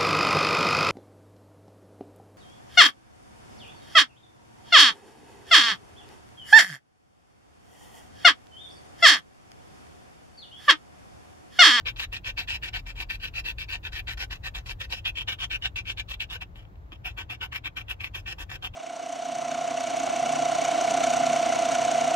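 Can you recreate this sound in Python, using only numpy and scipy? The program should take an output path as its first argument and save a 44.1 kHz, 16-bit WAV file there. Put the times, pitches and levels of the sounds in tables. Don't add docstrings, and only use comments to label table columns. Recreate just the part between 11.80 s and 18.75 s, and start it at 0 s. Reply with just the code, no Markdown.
import sys
import numpy as np
from scipy import signal
from scipy.fft import rfft, irfft, next_fast_len
from scipy.io import wavfile
from scipy.ndimage import uniform_filter1d

SR = 44100
rng = np.random.default_rng(int(sys.argv[2]) if len(sys.argv) > 2 else 0)


def rack_gain(trim_db):
    fader = np.asarray(trim_db, float)
    return 10 ** (fader / 20)


def bounce(signal):
    frames = np.transpose(np.atleast_2d(signal))
    limited = np.clip(frames, -1, 1)
    pcm = np.round(limited * 32767).astype(np.int16)
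    wavfile.write(sys.argv[1], SR, pcm)


N = 306495


def rms_one(x):
    return x / np.sqrt(np.mean(x ** 2) + 1e-20)


def in_time(rows):
    seconds, *columns = np.transpose(rows)
    return [np.interp(np.arange(N) / SR, seconds, column) for column in columns]


def drift(rate_hz, size=()):
    steps = rng.standard_normal((*size, 4000))
    at = np.arange(N) / SR * np.clip(rate_hz, .1, 500)
    joined = np.apply_along_axis(lambda row: np.interp(at, np.arange(4000), row), -1, steps)
    return joined * 1.22


def coloured(x, hz, db):
    size = next_fast_len(N)
    log_hz = np.log(np.maximum(np.arange(size // 2 + 1) * SR / size, 1))
    gain = rack_gain(np.interp(log_hz, np.log(hz), db))
    return irfft(rfft(x, size) * gain, size)[..., :N]


def resonance(x, hz, width_hz):
    r = np.exp(-np.pi * width_hz / SR)
    top = np.array([1, 0, -1]) * (1 - r * r) / 2
    return signal.lfilter(top, [1, -2 * r * np.cos(2 * np.pi * hz / SR), r * r], x)


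# frequency in Hz, left and right level in dB per Hz.
GRIT_HISS = [(3000, -64, -54), (4880, -15, 1), (5100, -8, -10), (5630, -22, -9.5), (6760, -25, -10),
             (8100, -30, -6.5), (9460, -18, -11.5), (10800, -11.5, -10.5), (12300, -10.5, -8.5),
             (14000, -12, -10.5), (15900, -15, -20)]


def scratching():
    level_db, grit_db = pressure()
    contact = rack_gain(level_db - 1.5 + 2.77 * drift(70.0)) + snags()
    body = card(contact * grains(1600, 2.4) + taps(), contact * grains(1600, 3.0))
    fine = fine_tearing(contact, grit_db)
    hz, left_db, right_db = np.transpose(GRIT_HISS)
    hiss = np.array([coloured(fine[0], hz, left_db), coloured(fine[1], hz, right_db)])
    return rack_gain(13.5) * body + rack_gain(5.0) * patchy(hiss) + rack_gain(26.5) * coin_edge(fine) + bumps()


# start in seconds, length in seconds, strength in dB,
# lean in dB (more force at the bite than at the run-out).
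PUSHES = [(.054, 0.058, -31.5, 4), (.321, 0.061, -36, 4), (.57, 0.073, -34, 7), (.822, 0.068, -31.5, 2),
          (1.061, 0.055, -37, 3.5), (1.292, 0.067, -34, 4), (1.536, 0.066, -30, -1),
          (1.781, 0.063, -32.5, 2.5), (2.029, 0.056, -37.5, -3.5), (2.269, .065, -31.5, 2.5),
          (2.504, 0.064, -37, 7), (2.745, 0.069, -41.5, 9.5), (2.997, 0.057, -38, 2),
          (3.249, 0.049, -25.5, 3), (3.474, .074, -33, 5.5), (3.705, 0.057, -26.5, 1.5),
          (3.957, 0.055, -35.5, 6), (4.17, 0.043, -35, 1), (4.398, 0.043, -30, 2.5),
          (4.607, 0.027, -37.5, 3), (5.244, 0.071, -37, 8.5), (5.495, 0.056, -32, 4.5),
          (5.718, 0.06, -32, -0.7), (5.962, 0.052, -33, 3.5), (6.196, 0.08, -37.5, -1.5),
          (6.457, 0.07, -33, -3), (6.692, 0.069, -37.5, 1.5), (6.934, 0.017, -44, 3)]
PULLS = [(0.0, 0.018, -57.5, 8.5), (.163, 0.083, -31.5, -3), (.441, .069, -33.5, 1), (.675, 0.095, -32, 0),
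         (.929, 0.067, -33.5, 1.5), (1.153, 0.079, -36, -3), (1.396, 0.089, -38, -1),
         (1.64, 0.078, -35.5, 1.8), (1.883, .089, -36, 0.5), (2.12, 0.083, -34.5, -2.2),
         (2.375, 0.069, -35.5, -3.5), (2.633, 0.055, -37, 1), (2.856, 0.07, -37, 0.5),
         (3.098, .1, -39, 5.5), (3.35, 0.068, -30, -3.5), (3.583, 0.069, -33.5, -4.5),
         (3.819, 0.058, -32.5, 1.5), (4.05, 0.07, -33, -3), (4.281, 0.061, -34, -5.5),
         (4.497, 0.069, -34.5, 2), (4.75, .095, -57, 5.5), (5.117, 0.046, -52.5, 9),
         (5.371, .068, -39, 6.5), (5.606, .058, -36, 6), (5.838, 0.042, -32.5, 0.5),
         (6.079, 0.051, -33.5, -1), (6.342, 0.066, -40.5, 9), (6.58, .057, -39, 5.5),
         (6.822, 0.053, -35, 4)]


def strokes():
    usual_db, soft_limit_db = -34, 13.5
    rows = []
    for table, swell_db, pull in ((PUSHES, 1.27, 0), (PULLS, 2.5, 1)):
        for start, length, db, lean in table:
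            soft_db = min(usual_db - db, soft_limit_db)
            bite_db, out_db = db + lean - swell_db, db - lean - swell_db
            rows.append((start, length, bite_db, db + swell_db, out_db, pull, soft_db))
    return sorted(rows)


def direction():
    return in_time([(start + part * length, pull, soft_db)
                    for start, length, *_, pull, soft_db in strokes() for part in (0, 1)])


# time in seconds, looseness of the grip
# in dB, grit over card in dB, bow of the card as dB on its high panel.
GRIP = [(0, 1, -20, 1.5), (.5, -2, -17.5, 0.5), (1.0, 0, -19, -1.5), (1.3, -1.5, -20, -0.5),
        (1.8, -3, -21, -0.5), (2.3, 2, -17.5, -0.5), (2.9, 1.5, -15.5, 1), (3.3, -0.5, -17.5, 3.5),
        (3.8, -0.5, -18.5, 2.5), (4.4, -5, -19, 1), (4.65, 4, -20.5, 1), (5.25, -1.5, -25, -2),
        (5.45, 4, -22, -0.5), (5.8, 1.8, -22, 0), (6.1, 1, -23, 0), (6.45, -1, -17, -2.5),
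        (6.72, 7, -17, 2), (6.95, 2.5, -19.5, 1)]


def pressure(rise_s=0.0066, fall_s=0.012, edge_db=-22):
    level = []
    for start, length, bite_db, middle_db, out_db, pull, _ in strokes():
        end = start + length
        risen_s, onset_db = (rise_s, -4.5) if pull else (rise_s * 0.92, -1)
        level += [(start - .02, -90),
                  (start - rise_s / 2, bite_db - 19.0),
                  (start + risen_s, bite_db + onset_db),
                  (start + 0.24 * length, bite_db),
                  (start + 0.54 * length, middle_db),
                  (start + 0.94 * length, out_db),
                  (end, out_db - 3),
                  (end + fall_s, out_db + edge_db),
                  (end + 2 * fall_s, -90)]
    level = np.array(level)
    level[:, 0] = np.maximum.accumulate(level[:, 0])
    pull, soft_db = direction()
    grit_db = in_time(GRIP)[1] + 2.5 * pull + 0.11 * soft_db
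    return in_time(level)[0], grit_db


def grains(per_s, spread_db, evening_size=350):
    sizes = rack_gain(spread_db * np.minimum(rng.exponential(1, N), 4)) * rng.choice([-1, 1], N)
    tears = rms_one(sizes * (rng.random(N) < per_s / SR))
    return rms_one(tears / np.sqrt(0.88 + uniform_filter1d(tears ** 2, size=evening_size)))


# time in seconds, peak in dB.
SNAGS = [(.163, -27), (.1976, -10.5), (0.229, -24), (0.3676, -19.5), (.461, -38), (0.836, -16),
         (1.2037, -18.5), (1.306, -18), (1.4515, -28), (1.9136, -32), (1.931, -34), (2.0523, -24),
         (2.067, -20.5), (2.121, -31), (2.3742, -21), (3.372, -18.5), (3.486, -22), (3.607, -18.5),
         (3.9603, -15.5), (4.0973, -19), (4.197, -9.5), (4.5431, -37), (5.257, -21), (5.752, -27),
         (6.098, -24), (6.2072, -22.5), (6.244, -19), (6.4773, -13), (6.7163, -21), (6.826, -26.5)]


def snags(release_s=0.0056):
    kicks = np.zeros(N)
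    bites = [(start + .005, bite_db + (6 if pull else 3)) for start, _, bite_db, *_, pull, _ in strokes()]
    for s, peak_db in SNAGS + bites:
        kicks[round((s - .0025) * SR)] += rack_gain(peak_db - 13.0)
    return signal.lfilter([1], [1, -np.exp(-1 / (release_s * SR))], kicks + 1e-18)


# time in seconds, peak in dB.
TAPS = [
    (4.757, -45.5),
    (4.851, -53),
    (4.956, -55),
    (5.12, -41),
]


def taps():
    clicks = np.zeros(N)
    landings = [(start + .002, bite_db - 8) for start, _, bite_db, *_, pull, _ in strokes() if not pull]
    for s, peak_db in TAPS + landings:
        clicks[round(s * SR)] = rack_gain(peak_db + 19.5)
    return clicks


# time in seconds, place (0 middle of the card, 1 near the low edge),
# sparkle in dB.
PLACE = [(0, 0.67, -1), (.8, 0.38, -3.5), (1.6, 0.49, 3.5), (2.3, 0.38, -1.5), (3.1, 0.47, 0),
         (3.3, 1.16, -3), (4.0, 0.88, -6), (4.6, 0.84, 3.5), (5.2, 0.92, 6.5), (6.0, 1.11, 7),
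         (6.6, 0.91, 0), (6.95, 1.4, 0)]
PANEL_EDGES_HZ = [1300, 2200, 2800]


def grip():
    pull, soft_db = direction()
    loose_db, _, bow_db = in_time(GRIP)
    place = in_time(PLACE)[0]
    flexing_db = loose_db + 2.5 * pull + 0.38 * soft_db
    low_db = 0.76 * loose_db + 1.8 * pull - 2.5 * place + 1.5
    high_db = bow_db + 2.5 * pull - 1.96
    return flexing_db, low_db, high_db


# frequency in Hz, width in Hz, left and right level in dB,
# change at the low edge in dB.
CARD = [(306, 69, -17.5, -24.5, 1.5), (529, 53, -16, -29.5, -2.5), (734, 34.7, -26.5, -12, 4.5),
        (928, 88, -16.5, -13, -3.1), (1176, 159, -15.5, -24, 4), (1389, 55, -24, -13.5, 3.4),
        (1505.4, 53, -5.5, -17.5, 1), (1802, 86, 0, -2.5, -6.5), (2029, 130, -6, -5.5, -3.5),
        (2343, 140, 2.5, -4.5, -2.8), (2656, 158, 3.5, 3.5, -2), (2910, 155, 0.5, -1.5, -0.5),
        (3171, 123, -2, -3.5, 2.5), (3555, 290, -6.5, -4, -1), (3940, 137, -1, 1, -9),
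        (4306, 174, -31, -8, -5.5), (4530, 214, 5.5, -11.5, -26)]


def card(force, other):
    port_lag, port_turn = 3, 1.042
    place, out = in_time(PLACE)[0], np.zeros((2, N))
    flexing_db, low_db, high_db = grip()
    panels_db = (flexing_db, low_db, 0, high_db)
    for k, (hz, width_hz, left_db, right_db, edge_db) in enumerate(CARD):
        panel_db = panels_db[np.searchsorted(PANEL_EDGES_HZ, hz)]
        wander = rack_gain(edge_db * place + panel_db + 2.58 * drift(16.0))
        shared = resonance(force * wander, hz, width_hz)
        apart = resonance(other * wander, hz, width_hz)
        face = -1 if 600 < hz < 1450 else 1
        ringing = shared * [[1], [face]] + 0.2 * apart * [[1], [-face]]
        out += (-1) ** k * ringing * rack_gain([[left_db], [right_db]])
    late = signal.hilbert(np.roll(out[0], port_lag), next_fast_len(N))[:N]
    out[0] = np.real(late * np.exp(-1j * port_turn))
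    return signal.sosfilt(signal.butter(2, 5500, fs=SR, output="sos"), out)


def fine_tearing(contact, grit_db):
    common = grains(7000, 3.3)
    sliding = uniform_filter1d(contact, size=180)
    keep = np.exp(-1 / (0.0063 * SR))
    sliding = np.minimum(sliding, signal.lfilter([1 - keep], [1, -keep], sliding))
    sliding = 1.387 * sliding / np.sqrt(1 + sliding / rack_gain(-31))
    fine = np.array([(common + 1.22 * grains(9000, 3.0)) * sliding * rack_gain(grit_db) + 0.07 * taps()
                     for port in range(2)])
    fine[0] = -fine[0]
    return fine


def patchy(hiss):
    sparkle_db, out = in_time(PLACE)[1], 0
    for edge_hz in np.geomspace(4500, 14000, num=7):
        below = signal.sosfiltfilt(signal.butter(2, edge_hz, fs=SR, output="sos"), hiss)
        out = out + below * rack_gain(5.8 * drift(30.0) + sparkle_db * (edge_hz > 11000))
        hiss = hiss - below
    return out + hiss * rack_gain(4.8 * drift(25.0) + sparkle_db)


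# frequency in Hz, width in Hz,
# left and right level in dB.
COIN_EDGE = [(5254, 220, -16, -17.5), (5654, 103, -17, -26.5), (6180, 54, -17, -20.5),
             (6580, 140, -22, -53), (6870, 74, -63, -19.5), (7460, 320, -24.5, -35.5),
             (9050, 130, -45, -29), (9730, 42, -35, -22), (12050, 370, -30, -38)]


def coin_edge(fine):
    out = 0
    for hz, width_hz, left_db, right_db in COIN_EDGE:
        driven = fine * rack_gain(4.33 * drift(25.0, size=(2,)))
        out = out + resonance(driven, hz, width_hz) * rack_gain([[left_db], [right_db]])
    return out


# time in seconds, peak in dB, pitch in Hz.
BUMPS = [(0.055, -48, 460), (0.327, -47, 513), (0.487, -43, 535), (1.194, -45, 324), (1.646, -49, 300),
         (1.889, -45, 320), (3.011, -44, 550), (3.134, -41.5, 520), (4.554, -44, 488), (4.85, -62, 316),
         (5.124, -41, 317), (5.605, -46, 313)]


def bumps():
    out, t = np.zeros(N + SR), np.arange(round(.06 * SR)) / SR
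    for s, peak_db, pitch_hz in BUMPS:
        at = round(s * SR)
        fading = rack_gain(peak_db + 3.0 - 60 * t / 0.046) * np.minimum(t / 0.004, 1)
        out[at:at + len(t)] += fading * np.sin(2 * np.pi * pitch_hz * t)
    return out[:N] * rack_gain([[2.5], [-2.5]])


def cabin(x):
    t60_s, tail_db, cut_hz = 0.06, -15, 5400
    t = np.arange(round(.25 * SR)) / SR
    echoes = rng.standard_normal((2, len(t))) * rack_gain(-60 * t / t60_s) * (t > .002)
    echoes = signal.sosfilt(signal.butter(1, cut_hz, fs=SR, output="sos"), echoes)
    echoes /= np.sqrt(np.sum(echoes ** 2, axis=1, keepdims=True))
    return rack_gain(tail_db) * signal.fftconvolve(x, echoes, axes=1)[:, :N]


# time in seconds, deep level in dB.
RUMBLE = [(0, -45), (.45, -44), (.7, -43), (2.9, -42.5), (3.5, -46.5), (3.75, -41), (3.95, -46),
          (5.4, -48.5), (5.75, -51), (6.0, -49.5), (6.6, -44.5), (6.95, -50)]
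# frequency in Hz, level in dB per Hz.
DEEP = [(14, -47), (28, -5), (39, 6.5), (47, 3.5), (55, 7.5), (66, 0), (110, -56.5)]
# frequency in Hz, level in dB per Hz.
CABIN_MID = [(30, -31), (70, 0), (92, -0.5), (112, -0.8), (140, -13.5), (180, -14), (230, -26),
             (260, -21.5), (340, -22.5), (400, -27.5), (800, -29), (1500, -41), (4000, -49.5), (14000, -86)]
# frequency in Hz, level in dB per Hz.
CABIN_SIDE = [(20, -51), (50, -11.5), (110, -12.5), (150, -40), (230, -28), (350, -27), (600, -26),
              (900, -29), (1500, -32.5), (4000, -53), (14000, -60)]


def rumble():
    deep_db, = in_time(RUMBLE)
    white = rng.standard_normal((3, N))
    deep = rms_one(coloured(white[0], *np.transpose(DEEP))) * rack_gain(deep_db)
    mid = coloured(white[1], *np.transpose(CABIN_MID))
    side = coloured(white[2], *np.transpose(CABIN_SIDE))
    air_db = -47 + .1 * (deep_db - deep_db.mean())
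    air = (mid + side * [[1], [-1]]) / np.std(mid) * rack_gain(air_db)
    return (deep + air) * rack_gain([[.7], [-.7]])


def scene():
    near = scratching()
    return near + cabin(near) + rumble()


def top_cut(x):
    return signal.sosfilt(signal.butter(12, 16100, fs=SR, output="sos"), x)


# frequency in Hz,
# left and right gain in dB.
PORTS = [(7580, 0.05, -0.22), (8550, -21, -7), (9420, -21, -3.5), (11400, -1.5, 0.5), (12400, -3.5, 1.5),
         (15800, 2.5, 0.5), (15900, -61, -60)]


def record(dry):
    hz, left_db, right_db = np.transpose(PORTS)
    heard = np.array([coloured(dry[0], hz, left_db), coloured(dry[1], hz, right_db)])
    return top_cut(heard)


dry = scene()
out = record(dry)
bounce(out)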